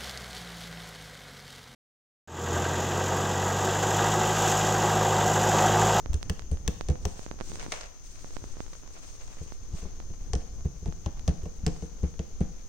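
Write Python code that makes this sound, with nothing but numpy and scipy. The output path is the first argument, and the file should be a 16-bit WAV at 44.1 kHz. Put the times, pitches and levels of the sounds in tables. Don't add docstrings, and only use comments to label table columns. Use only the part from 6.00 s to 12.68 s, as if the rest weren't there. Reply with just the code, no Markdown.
import sys
import numpy as np
from scipy import signal
from scipy.fft import rfft, irfft
from scipy.io import wavfile
from scipy.ndimage import uniform_filter1d

SR = 44100
rng = np.random.default_rng(int(sys.argv[2]) if len(sys.argv) > 2 else 0)


def waveform_to_disk(signal):
    frames = np.transpose(np.atleast_2d(signal))
    scaled = np.clip(frames, -1, 1) * 32767
    samples = np.round(scaled).astype(np.int16)
    wavfile.write(sys.argv[1], SR, samples)


N = 294588
T = np.arange(N) / SR

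# (time [s], click level [dB], click treble [dB], rasp level [dB], time constant of the tension [s])
BEAD_SNAGS = [(1.5957, -25.5, -6, -49, 0.044), (1.7206, -13.5, 1, -43, 0.062),
              (1.8103, -23, 1.5, -66, 0.085), (1.858, -35, 6, -66, 0.022), (2.733, -31.5, -7, -60, 0.024),
              (2.875, -37, 0, -81, .02), (3.209, -39, -2, -67.5, 0.064), (3.277, -38, 4, -66, 0.27),
              (3.765, -43, -2, -55, 0.058)]


def undb(db):
    return 10 ** (np.asarray(db) / 20)


def unit(x):
    return x / np.sqrt(np.mean(x ** 2))


def add(out, start_s, x):
    i = max(int(round(start_s * SR)), 0)
    out[i:i + len(x)] += x[:max(N - i, 0)]


def colour(x, points, column=1, size=8192):
    points = np.array(points, float)
    hz = np.maximum(np.arange(size // 2 + 1) * SR / size, 1)
    gain_db = np.interp(np.log(hz), np.log(points[:, 0]), points[:, column])
    cepstrum = irfft(np.log(undb(gain_db)))
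    cepstrum[1:size // 2] *= 2
    cepstrum[size // 2 + 1:] = 0
    impulse_response = irfft(np.exp(rfft(cepstrum)))
    return signal.fftconvolve(x, impulse_response)[:len(x)]


def brighten(x, db):
    return colour(x, [(5800, 0), (8500, db)], size=512)


def fade(t, t60):
    return undb(-60 * t / t60)


def linger(x, decay_s):
    return signal.lfilter([1], [1, -np.exp(-1 / (decay_s * SR))], x)


def walk(rate_hz):
    hold = int(SR / rate_hz)
    steps = np.repeat(rng.standard_normal(N // hold + 1), hold)
    return unit(uniform_filter1d(uniform_filter1d(steps, hold), hold)[:N])


def pair(mid, side):
    return np.array([mid + side, mid - side])


def snap(t, t60, tail_db, tail_t60):
    return rng.standard_normal(len(t)) * (fade(t, t60) + undb(tail_db) * fade(t, tail_t60))


def slipping(spectrum, grain_db, flutter_db):
    slips = unit(undb(grain_db * walk(700) + flutter_db * walk(45)))
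    return np.array([unit(colour(slips * rng.standard_normal(N), spectrum)) for _ in range(2)])


def needle_knocks(catch_pop_db=-7, catch_contact_ratio=2.17):
    # (time [s], thump level [dB], pop level [dB], contact time [ms], deepest mode [dB], pop treble
    # [dB])
    stabs = [(0.096, -20, -58, 18, 6, 0), (.132, -33, -26, 1.9, 1, 3), (0.2971, -20, -13.5, 0.78, 0.5, 0.5),
             (.678, -18.5, -11, 0.7, 2, 0.5), (1.053, -20, -14, 0.45, 0.5, -2),
             (3.409, -26.5, -54, 2.3, 1, 0), (3.824, -31, -69, 1.2, -3, 0),
             (3.852, -32.5, -50, 0.94, -2.5, 0), (4.101, -30, -48, 2.2, 0.5, 0),
             (4.297, -35, -60, 2.7, 4.5, 0), (4.651, -19.5, -42, 2.04, 2, 5), (4.823, -32, -65, 1.8, 4, 0),
             (5.061, -21, -22, 0.44, -0.5, -9), (5.433, -27.5, -42, 2.2, -0.5, 9),
             (5.456, -27.5, -34.5, 0.78, -1, -3), (5.632, -25.5, -55, 4, -0.5, 2),
             (5.823, -20.5, -36, 1.7, -3.5, -10), (6.193, -20, -25, 1.7, -4, -11)]
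    # (the columns of stabs, delay of the second knock [s], its level against the first [dB])
    lifts = [(0.142, -24.5, -24, 1.96, 7, 3.5, 0.011, -11), (0.5142, -24, -32.5, 1.37, 5, 9.5, 0.015, -2),
             (0.8861, -18, -23.5, 0.89, -1.5, 1, 0.014, 4), (3.734, -25, -56, 3.9, 1.5, 2, 0.022, -21),
             (4.3335, -18, -16.5, 0.73, 1, -2.5, .019, -1.5), (4.8582, -22, -33.5, 1.45, 0.5, 1, 0.02, 3),
             (5.2782, -14, -18, 1.04, -2, -3, .013, -4), (5.6646, -12.5, -13.5, 1.08, -7, -1.5, 0.014, -7),
             (6.032, -14.5, -40, 2.4, -3.5, 6, 0.015, -10), (6.406, -11.5, -38.5, 2.17, -5, 5, 0.016, -13)]
    knocks = [(start, 1, *rest) for start, *rest in stabs]
    for start, thump, pop, contact, deep, treble, delay, catch_db in lifts:
        knocks.append((start, -1, thump, pop, contact, deep, treble))
        knocks.append((start + delay, -1, thump + catch_db, pop + catch_db + catch_pop_db,
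                       contact * catch_contact_ratio, deep, treble))
    return knocks


def air(level_db=-51, swell_db=2):
    # (frequency [Hz], level [dB])
    spectrum = [(20, 10.5), (55, -5.5), (100, -8), (170, -19), (420, -19.5), (650, -33.5), (1200, -29),
                (2200, -38), (5000, -36.5), (10000, -62), (16000, -44)]
    mid, side = (unit(colour(rng.standard_normal(N), spectrum)) for _ in range(2))
    side = colour(side, [(60, -1.5), (400, -1), (1500, -2)])
    return undb(level_db + swell_db * walk(4.17)) * pair(mid, side)


def room(x, t60=0.66, wet_db=-12.5, build_s=0.0095):
    # (frequency [Hz], gain [dB])
    walls = [(40, -14.5), (150, 1), (380, -5), (510, 7.5), (590, 2.5), (750, 5.5), (2000, 1), (6000, 1),
             (16000, 0)]
    t = np.arange(SR * 3 // 4) / SR
    build_up = 1 - np.exp(-(t / build_s) ** 2)
    tails = rng.standard_normal((2, 2, len(t))) * fade(t, t60) * build_up
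    tails /= np.sqrt(np.sum(tails ** 2, axis=(1, 2), keepdims=True))
    sent = np.array([colour(side, walls) for side in x])
    reflections = [signal.fftconvolve(sent, paths, axes=1).sum(0)[:N] for paths in tails]
    return undb(wet_db) * np.array(reflections)


def grip(small_db=-43, spread_db=5, small_ms=0.58, gain_db=0.5, rise_fraction=0.096, leak_hz=80,
         calm_per_s=7, restless_per_s=85):
    # (time [s], level [dB], decay time [ms])
    strong_ticks = [(.06, -20.5, 0.54), (.2291, -10.5, 0.044), (0.3945, -19.5, 0.11), (.421, -30, 0.13),
                    (.572, -30, 0.14), (.8102, -15, 0.31), (0.956, -27.5, 0.7), (1.1935, -25, 1),
                    (1.2639, -23.5, 0.72), (1.3132, -19.5, 0.56), (1.39, -30, .2), (1.4025, -24, 0.22),
                    (1.4102, -16.5, 0.51), (1.417, -26, 1), (1.518, -24.5, .3), (1.557, -21.5, 0.11),
                    (1.6638, -23.5, 0.54), (2.2452, -26, 1), (2.3674, -19.5, 0.4), (2.441, -26, 1),
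                    (2.5696, -29.5, 1), (2.6046, -19, 0.76), (2.6646, -31, 0.23), (3.5219, -25.5, 0.59),
                    (4.0018, -27, 0.32), (4.9248, -28, 0.28), (5.1952, -25, 0.06)]
    # (start [s], end [s])
    restless_spans = [(1.15, 1.7), (2.3, 3.0)]
    restless = sum((T > start) & (T < end) for start, end in restless_spans)
    rate = np.where(restless, restless_per_s, calm_per_s)
    times = T[rng.random(N) < rate / SR]
    small_ticks = [(start, small_db + spread_db * min(strength, 2), small_ms * 2 ** stretch)
                   for start, (strength, stretch) in zip(times, rng.standard_normal((len(times), 2)))]
    t_ms = np.arange(SR // 100) * 1000 / SR
    right = np.zeros(N)
    for start, db, decay_ms in strong_ticks + small_ticks:
        spike = np.exp(-t_ms / decay_ms) * (1 - np.exp(-t_ms / (rise_fraction * decay_ms)))
        add(right, start, rng.choice([-1, 1]) * undb(gain_db + db) * spike)
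    leak = signal.butter(1, leak_hz, "high", fs=SR, output="sos")
    return np.array([np.zeros(N), signal.sosfilt(leak, right)])


def sway(gain_db=-27, reach_s=0.1, settle_s=0.075, rest_db=-29, uneven_db=3.5):
    # (frequency [Hz], level [dB])
    spectrum = [(8, 5), (25, 2), (55, -2), (110, -15), (400, -30.5), (1500, -47.5), (6000, -69)]
    pushes = np.zeros(N)
    for start, _, thump_db, _, _, deep_db, _ in needle_knocks():
        add(pushes, start, [undb(thump_db + deep_db) ** 2])
    reaching = linger(pushes[::-1], reach_s)[::-1]
    effort = np.sqrt(undb(rest_db) ** 2 + linger(pushes, settle_s) + reaching)
    mid, side = (unit(colour(rng.standard_normal(N), spectrum)) for _ in range(2))
    return undb(gain_db + uneven_db * walk(17)) * effort * pair(mid, 0.3 * side)


def brush():
    # (centre time [s], half length [s], level [dB])
    strokes = [(1.532, 0.051, -48), (1.66, .04, -53)]
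    # (frequency [Hz], level [dB])
    spectrum = [(30, -1), (90, 0), (170, -1), (400, -10.5), (900, -25), (3000, -40)]
    pressure = sum(undb(db) * np.exp(-((T - centre) / half) ** 2) for centre, half, db in strokes)
    return pressure * slipping(spectrum, grain_db=4.5, flutter_db=1.5)


def thread(hiss_db=7, rasp_db=-6, snag_db=1, slack_db=-73.5, slack_rasp_db=-70, right_db=1,
           attack_s=0.041, release_s=0.06):
    # (start [s], length [s], level [dB])
    pulls = [(0.983, 0.25, -62), (1.143, 0.083, -66.5), (1.402, 0.27, -58), (1.445, .09, -60),
             (1.683, 0.097, -59.5), (2.002, 0.53, -61), (2.546, 0.24, -63), (2.892, 0.1, -62),
             (3.003, 0.15, -60), (3.187, 0.18, -64), (3.373, 0.16, -65), (3.721, 0.039, -56),
             (4.33, 0.061, -79), (5.67, 0.17, -66)]
    # (frequency [Hz], level [dB])
    hiss_spectrum = [(1500, -10), (3000, -5.5), (5000, -4), (8000, 0), (10000, 2), (13000, 2.5), (16000, 2)]
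    rasp_spectrum = [(250, -5), (400, 5.5), (620, 10.5), (850, 4), (1200, 4.5), (1800, 2.5), (2350, 4.5),
                     (3100, 0.5), (5000, -6.5)]
    speed, tension = np.zeros((2, N))
    for start, length, db in pulls:
        attack = np.clip((T - start) / attack_s, 0, 1)
        release = np.exp(-np.maximum(T - start - length, 0) / release_s)
        speed += undb(db) * attack * release
    for start, _, _, db, relax_s in BEAD_SNAGS:
        tension += undb(db) * (T > start) * np.exp(-np.abs(T - start) / relax_s)
    hiss_envelope = undb(hiss_db) * np.hypot(speed, undb(slack_db))
    rasp_envelope = np.hypot(undb(rasp_db) * speed + undb(snag_db) * tension, undb(slack_rasp_db))
    hiss = hiss_envelope * slipping(hiss_spectrum, grain_db=1.5, flutter_db=2.2)
    rasp = rasp_envelope * slipping(rasp_spectrum, grain_db=3.5, flutter_db=4)
    balance = undb([[-right_db / 2], [right_db / 2]])
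    return hiss * balance + rasp


def beads(gain_db=-7):
    # (frequency [Hz], level [dB])
    spectrum = [(300, -12), (1300, 0.5), (2400, -3), (3000, -4.5), (7000, -5.5), (16000, -14)]
    t = np.arange(SR // 10) / SR
    out = np.zeros((2, N))
    for start, db, treble_db, _, _ in BEAD_SNAGS:
        for port in out:
            click = snap(t, t60=0.018, tail_db=-24, tail_t60=0.096)
            add(port, start, undb(gain_db + db) * brighten(click, treble_db))
    return np.array([colour(port, spectrum) for port in out])


def shudder(gain_db=-9, t60=0.14, rise_s=0.0035, width=0.94):
    # (frequency [Hz], level [dB])
    spectrum = [(100, -12.5), (220, 11), (350, -3), (520, -4.5), (750, -8), (1100, -14.5), (2500, -18),
                (8000, -36)]
    t = np.arange(SR // 4) / SR
    mid, side = np.zeros((2, N))
    for start, _, thump_db, _, contact_ms, _, _ in needle_knocks():
        strength = undb(gain_db + thump_db) / np.hypot(1, contact_ms)
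        envelope = strength * fade(t, t60) * (1 - np.exp(-t / rise_s))
        for part in (mid, side):
            add(part, start, envelope * rng.standard_normal(len(t)))
    return pair(colour(mid, spectrum), width * colour(side, spectrum))


def cloth(gain_db=-4.5, detune_spread=0.048, place_db=2, side_db=-15, spread_s=0.0034):
    # (frequency [Hz], level [dB], time to decay by 60 dB [s])
    cloth_modes = [(68.2, 3, 0.086), (150, -5, 0.086), (172.7, -1, 0.051), (240, -21.5, 0.027),
                   (328.2, -19, 0.15), (407.7, -12, 0.078), (456.7, -9.5, 0.072), (502.6, -16, 0.088),
                   (673, -11, 0.044), (770, -12.5, 0.041), (1107, -5, 0.019)]
    hz, mode_db, t60 = np.transpose(cloth_modes)[:, :, None]
    polarity = (-1) ** np.arange(len(cloth_modes))[:, None]
    t = np.arange(SR // 4) / SR
    mid, side = np.zeros((2, N))
    for start, direction, thump_db, _, contact_ms, deep_db, _ in needle_knocks():
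        detune, place, pan = rng.standard_normal((3, len(cloth_modes), 1))
        contact_lowpass = 1 / np.hypot(1, 2 * (hz * contact_ms / 1000) ** 2)
        level_db = gain_db + thump_db + mode_db + place_db * place
        gain = direction * polarity * contact_lowpass * undb(level_db)
        gain[0] *= undb(deep_db)
        modes = gain * np.sin(2 * np.pi * hz * (1 + detune_spread * detune) * t) * fade(t, t60)
        modes *= 1 - np.exp(-t / spread_s)
        add(mid, start, modes.sum(0))
        add(side, start, undb(side_db) * (pan * modes).sum(0))
    return pair(mid, side)


def weave(gain_db=-9, crack_db=13, crack_hz=5800, crack_t60=0.0011, echo_s=0.0036, echo_db=-14,
          width=0.73):
    # (frequency [Hz], level going in [dB], level coming out [dB])
    spectra = [(200, -5, 6), (644, 2, -5), (920, -1, -19), (1580, -9, -6), (1730, 0.5, -1.5),
               (2430, -9.5, -5.5), (2630, 3.5, -1), (4320, -9, -5), (6240, -8.5, -6.5), (10400, -2, 1),
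               (16000, 6, -6)]
    t = np.arange(SR // 10) / SR
    crack = undb(crack_db) * np.cos(2 * np.pi * crack_hz * t) * fade(t, crack_t60) / 2
    mid, side = np.zeros((2, N))
    for start, direction, _, pop_db, _, _, treble_db in needle_knocks():
        mid_slips, side_slips = (snap(t, t60=0.014, tail_db=-35, tail_t60=0.05) for _ in range(2))
        for part, burst in ((mid, mid_slips + direction * crack), (side, side_slips)):
            shaped = colour(burst, spectra, column=1 if direction > 0 else 2, size=1024)
            pop = undb(gain_db + pop_db) * brighten(shaped, treble_db)
            add(part, start, pop)
            for delay in echo_s * rng.uniform(0.6, 1.4, size=2):
                add(part, start + delay, undb(echo_db) * pop)
    return pair(mid, width * side)


def scene():
    needlework = cloth() + shudder() + weave() + beads() + thread() + brush()
    return needlework + room(needlework) + air() + sway() + grip()


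def record(dry, hiss_db=-38, cutoff_hz=15800):
    # (frequency [Hz], left gain [dB], right gain [dB])
    port_response = [(1010, 6, 5), (3140, 3.5, 3), (5770, 9, 7), (6300, 16.5, 2.5), (6890, 6.5, 3),
                     (8830, -8, 4), (10250, -26, -16), (11200, -35, -23), (13700, -15, -15),
                     (15300, -20, -13), (17100, 3, -12)]
    # (frequency [Hz], level [dB])
    left_hiss = [(2000, -24), (4300, -23), (5600, -12), (6050, -2), (6300, 0), (6550, -2), (6900, -10),
                 (7250, -25), (9600, -33), (15500, -30)]
    right_hiss = [(2000, -24), (4300, -24), (5200, -18), (5700, -19), (6300, -13), (6900, -16), (7250, -24),
                  (8700, -24), (9600, -34), (15500, -30)]
    hiss = [colour(rng.standard_normal(N), spectrum) for spectrum in (left_hiss, right_hiss)]
    ports = [colour(x, port_response, column=k + 1) + undb(hiss_db) * hiss[k] for k, x in enumerate(dry)]
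    lowpass = signal.ellip(8, 0.2, 70, cutoff_hz, fs=SR, output="sos")
    return signal.sosfilt(lowpass, ports)


dry = scene()
out = record(dry)
waveform_to_disk(out)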